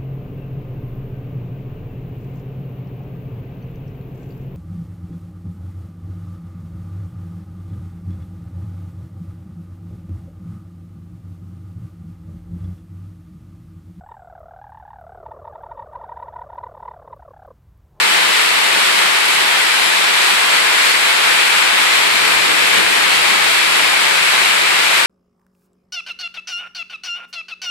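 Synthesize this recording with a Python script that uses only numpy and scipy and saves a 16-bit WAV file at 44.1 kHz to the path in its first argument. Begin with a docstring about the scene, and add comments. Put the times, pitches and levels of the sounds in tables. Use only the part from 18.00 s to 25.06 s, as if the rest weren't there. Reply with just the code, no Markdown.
"""Downpour on the roof of a plank building

Heard from inside on two microphones, countless drops merge into a steady roar, and the nearest patter
through it. The roof drums a little deeper, with a few dull thuds, as the microphones are raised to the
rafters. A few faint, very high squeaks sound early on."""
import sys
import numpy as np
from scipy import signal
from scipy.io import wavfile
from scipy.ndimage import uniform_filter1d

SR = 44100
rng = np.random.default_rng(int(sys.argv[2]) if len(sys.argv) > 2 else 0)


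def persist_wave(psi):
    """Save psi, clipped to +-1, as 16-bit WAV."""
    counts = np.round(np.clip(psi, -1, 1) * 32767).astype(np.int16)
    wavfile.write(sys.argv[1], SR, np.atleast_2d(counts).T)


N = 311346
FFT, HOP = 2048, 512
HZ = np.fft.rfftfreq(FFT, 1 / SR)
FRAME_S = np.arange(N // HOP + 5) * HOP / SR


def rain(patter_db=-10, edge_slope=14, rumble_db=-29):
    """A wash of far drops and the patter of near ones, coloured by roof and room."""
    # tone of the roar at the left microphone: f/Hz, level/dB (per Hz)
    left_tone = [(100, -62), (250, -55.5), (360, -51.5), (600, -53), (750, -52.5), (860, -48.5),
                 (1150, -49.5), (1450, -47.5), (1800, -46), (2150, -44.5), (2420, -44), (2800, -49.5),
                 (3050, -49), (3400, -50.5), (4050, -52.5), (5000, -59), (6200, -61.5), (7700, -56),
                 (10000, -61), (11200, -61.5), (13000, -67.5), (14400, -77)]
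    # tone of the roar at the right microphone: f/Hz, level/dB (per Hz)
    right_tone = [(100, -70), (250, -62), (380, -55.5), (770, -53.5), (870, -50), (2000, -49),
                  (2900, -48.5), (4500, -52.5), (5200, -56.5), (6100, -65), (8000, -66.2), (10000, -70.5),
                  (12500, -79), (14400, -98)]
    near = gain_of(patter_db)
    wash = rng.standard_normal((2, N))
    drops = (wash + near * patter()) / np.sqrt(1 + near ** 2)
    roar = microphone_pair(spectra(drops)) * gain_of(surge_db() + roof_db())
    # the roar ends steeply in the bass, over a faint rumble
    low_cut = 1 / np.sqrt(1 + (lower_edge() / (HZ[:, None] + 1)) ** (2 * edge_slope))
    roar *= np.maximum(low_cut, gain_of(rumble_db))
    roar *= np.array([colour(left_tone), colour(right_tone)])
    return signal.istft(roar, nperseg=FFT, noverlap=FFT - HOP)[1][:, :N] * np.sqrt(SR / 2 * 1.5 / FFT)


def patter(drops_per_s=1200, spread_db=2.5, ring_s=0.0026, cluster=0.24, cluster_hz=40, patches=24):
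    """Drops of uneven size strike patches of roof in clusters; each patch has its own short rattle."""
    t = np.arange(512) / SR
    crowding = np.exp(cluster * np.interp(np.arange(N) / SR, FRAME_S, drift(cluster_hz)))
    struck = rng.random(N) < crowding / crowding.mean() * drops_per_s / SR
    size = struck * gain_of(spread_db * np.minimum(rng.exponential(1, N), 4))
    patch = rng.integers(0, patches, N)
    rattles = rng.standard_normal((patches, 2, len(t))) * np.exp(-t / ring_s)
    out = np.zeros((2, N))
    for k, rattle in enumerate(rattles):
        hits = size * (patch == k)
        out += signal.oaconvolve(hits[None], rattle, axes=1)[:, :N]
    return unit_rms(out)


def surge_db(patchy_db=0.39, spray_db=0.8, flutter_hz=12):
    """The downpour surges slightly as sheets of rain sweep the roof; the spray flutters on its own."""
    # strength of the downpour, easing a little early on: t/s, level/dB
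    pour = [(0, 0), (1.05, -0.2), (1.65, -0.54), (2.05, 0.14), (3.3, 0), (4.5, -0.14), (6.35, 0.04),
            (6.75, -0.2), (7.06, -0.2)]
    # sheets of heavier rain: crest t/s, length/s, gain/dB
    sheets = [(0.72, .1, 0.3), (1.02, 0.23, 0.7), (2.55, .12, 1.5), (2.88, .14, .9), (3.31, 0.26, 0.7),
              (3.81, 0.15, 0.8), (4.77, .12, 1.5), (5.31, 0.2, 1.3)]
    hz = HZ[:, None]
    patchiness = uniform_filter1d(rng.standard_normal((len(HZ), len(FRAME_S))), size=16, axis=0)
    patchiness = unit_rms(uniform_filter1d(patchiness, size=12, axis=1))
    spray = spray_db * drift(flutter_hz) * hz / (hz + 6000)
    return follow(pour) + swells(sheets) + patchy_db * patchiness + spray


def roof_db(drum_hz=520, ring_hz=2370, ring_width_hz=320):
    """The roof drums in the bass and rings on the left, both stronger close to the rafters."""
    # bass lift, greatest on coming up under the rafters: t/s, level/dB
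    bass_lift = [(0, -0.5), (2.2, -2), (3.85, -2), (4.3, 1.2), (4.9, 0.5), (5.6, -1.5), (7.06, -1.5)]
    # soft swells of low drumming: crest t/s, length/s, gain/dB
    drummings = [(.77, 0.11, 3.5), (1.86, .15, 1), (4.29, .19, 3), (4.49, .2, 2.5), (4.81, .16, 4),
                 (5.33, .15, 2.5), (5.83, .14, 3)]
    # the ring, standing out more as the roof gets nearer: t/s, level/dB
    ring_lift = [(0, -0.4), (2.3, -0.6), (3.2, 0.9), (4.6, 1), (7.06, 1.2)]
    hz = HZ[:, None]
    drum = (follow(bass_lift) + swells(drummings)) / (1 + (hz / drum_hz) ** 6)
    ring = follow(ring_lift) * np.exp(-((hz - ring_hz) / ring_width_hz) ** 2)
    return np.array([drum + ring, drum])


def lower_edge(from_hz=162, low_hz=105, sink_at_s=3.83, sink_s=0.3, creep_hz_per_s=6, waver_octaves=0.18):
    """The roar's wavering bottom edge in Hz: it sinks just before 4 s, then creeps back up."""
    sunk = np.clip((FRAME_S - sink_at_s) / sink_s, 0, 1)
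    low = low_hz + creep_hz_per_s * (FRAME_S - sink_at_s - sink_s)
    waver = 2 ** (waver_octaves * drift(fastest_hz=15))
    return (from_hz + sunk * (low - from_hz)) * waver


def microphone_pair(drops, spacing_m=0.15, likeness=0.8, lead_s=0.00012, lean=0.75, beam_lead_s=0.000577):
    """Rain from all round reaches two microphones of opposite polarity, alike only in the bass."""
    span = 2 * np.pi * (HZ + 1) * spacing_m / 343
    diffuse = likeness * np.sin(span) / span * np.exp(2j * np.pi * HZ * lead_s / (1 + (HZ / 600) ** 2))
    one_sided = 1j * lean * (np.sin(span) / span - np.cos(span)) / span
    # the nearest stretch of roof adds a faint copy with one clear delay
    beam = .07 * np.exp(2j * np.pi * HZ * beam_lead_s) * HZ / (HZ + 300) / (1 + (HZ / 5500) ** 4)
    shared = -(diffuse + one_sided + beam)[:, None]
    separate = np.sqrt(np.clip(1 - abs(shared) ** 2, 0, 1))
    return np.array([drops[0], shared * drops[0] + separate * drops[1]])


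def thuds(width=0.21, rise_s=0.025, decay_s=0.046, right_db=-6, lowest_hz=78):
    """Soft low shudders that swell quickly and die away, in opposite polarity left and right."""
    # dull thuds deep under the roar: t/s, f/Hz, level/dB
    shudders = [(2.835, 120, -45), (3.125, 115, -45), (3.24, 112, -43), (4.265, 105, -35), (4.35, 96, -36),
                (4.46, 98, -39), (4.75, 140, -30), (4.81, 92, -36), (4.94, 92, -35), (5.14, 95, -44),
                (5.27, 100, -42), (5.38, 92, -40), (5.57, 105, -42), (5.8, 100, -42), (5.88, 92, -42),
                (6.035, 100, -44)]
    out = np.zeros(N)
    t = np.arange(N) / SR
    for start, hz, db in shudders:
        band = signal.butter(3, [hz / (1 + width), hz * (1 + width)], "bandpass", fs=SR, output="sos")
        body = unit_rms(signal.sosfilt(band, rng.standard_normal(N)))
        rise = np.sin(np.pi / 2 * np.clip((t - start) / rise_s, 0, 1)) ** 2
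        decay = np.exp(-np.maximum(t - start - rise_s, 0) / decay_s)
        out += gain_of(db) * rise * decay * body
    out = signal.sosfiltfilt(signal.butter(4, lowest_hz, "highpass", fs=SR, output="sos"), out)
    return np.array([out, -gain_of(right_db) * out])


def squeaks(waver_hz=70, right_db=-15, ramp_s=0.008, trill_hz=38, trill=0.4):
    """Brief, rough, trilling whistles, mostly on the left."""
    # thin squeaks: t/s, length/s, f/Hz, level/dB
    whistles = [(1.243, .145, 10930, -32), (1.245, .078, 12500, -34.5), (1.755, .055, 10950, -34),
                (1.83, 0.07, 10950, -29)]
    out = np.zeros(N)
    t = np.arange(N) / SR
    waver = waver_hz * unit_rms(uniform_filter1d(rng.standard_normal(N), size=50))
    for start, length, hz, db in whistles:
        gate = np.clip(np.minimum(t - start, start + length - t) / ramp_s, 0, 1)
        throb = 1 - trill * np.cos(2 * np.pi * trill_hz * (t - start))
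        tone = np.sqrt(2) * np.sin(2 * np.pi * np.cumsum(hz + waver) / SR)
        out += gain_of(db) * gate * throb * tone
    return np.array([out, gain_of(right_db) * out])


def gain_of(db):
    """Decibels to amplitude."""
    return 10 ** (np.asarray(db) / 20)


def unit_rms(x):
    """Scales to rms 1."""
    return x / np.sqrt(np.mean(x ** 2) + 1e-20)


def colour(points):
    """An EQ curve as a gain for every bin."""
    hz, db = np.transpose(points)
    return gain_of(np.interp(np.log(HZ + 1), np.log(hz), db))[:, None]


def follow(curve):
    """A breakpoint envelope as a value for every frame."""
    return np.interp(FRAME_S, *np.transpose(curve))


def swells(table):
    """Smooth rises and falls, in dB for every frame."""
    return sum(db * np.cos(np.pi * np.clip((FRAME_S - crest) / length, -.5, .5)) ** 2
               for crest, length, db in table)


def drift(fastest_hz):
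    """Random modulation three octaves wide, of rms 1, for every frame."""
    rates = np.geomspace(fastest_hz / 8, fastest_hz, 24)[:, None]
    waves = np.sin(2 * np.pi * (rates * FRAME_S + rng.random(rates.shape)))
    return unit_rms((waves / np.sqrt(rates)).sum(0))


def spectra(x):
    """Short-time spectra in which white noise of rms 1 has size 1."""
    padded = np.pad(x, [(0, 0), (0, 2 * FFT)])
    frames = signal.stft(padded, nperseg=FFT, noverlap=FFT - HOP)[2]
    return frames[..., :len(FRAME_S)] * np.sqrt(FFT / 1.5)


def scene():
    """The rain, with dull thuds below it and faint squeaks on top."""
    return rain() + thuds() + squeaks()


def record(dry, cutoff_hz=14450):
    """Clips at full scale, then cuts the top treble steeply."""
    low_pass = signal.firwin(511, cutoff_hz, window=("kaiser", 9), fs=SR)
    return signal.oaconvolve(np.clip(dry, -1, 1), low_pass[None], "same")


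dry = scene()
out = record(dry)
persist_wave(out)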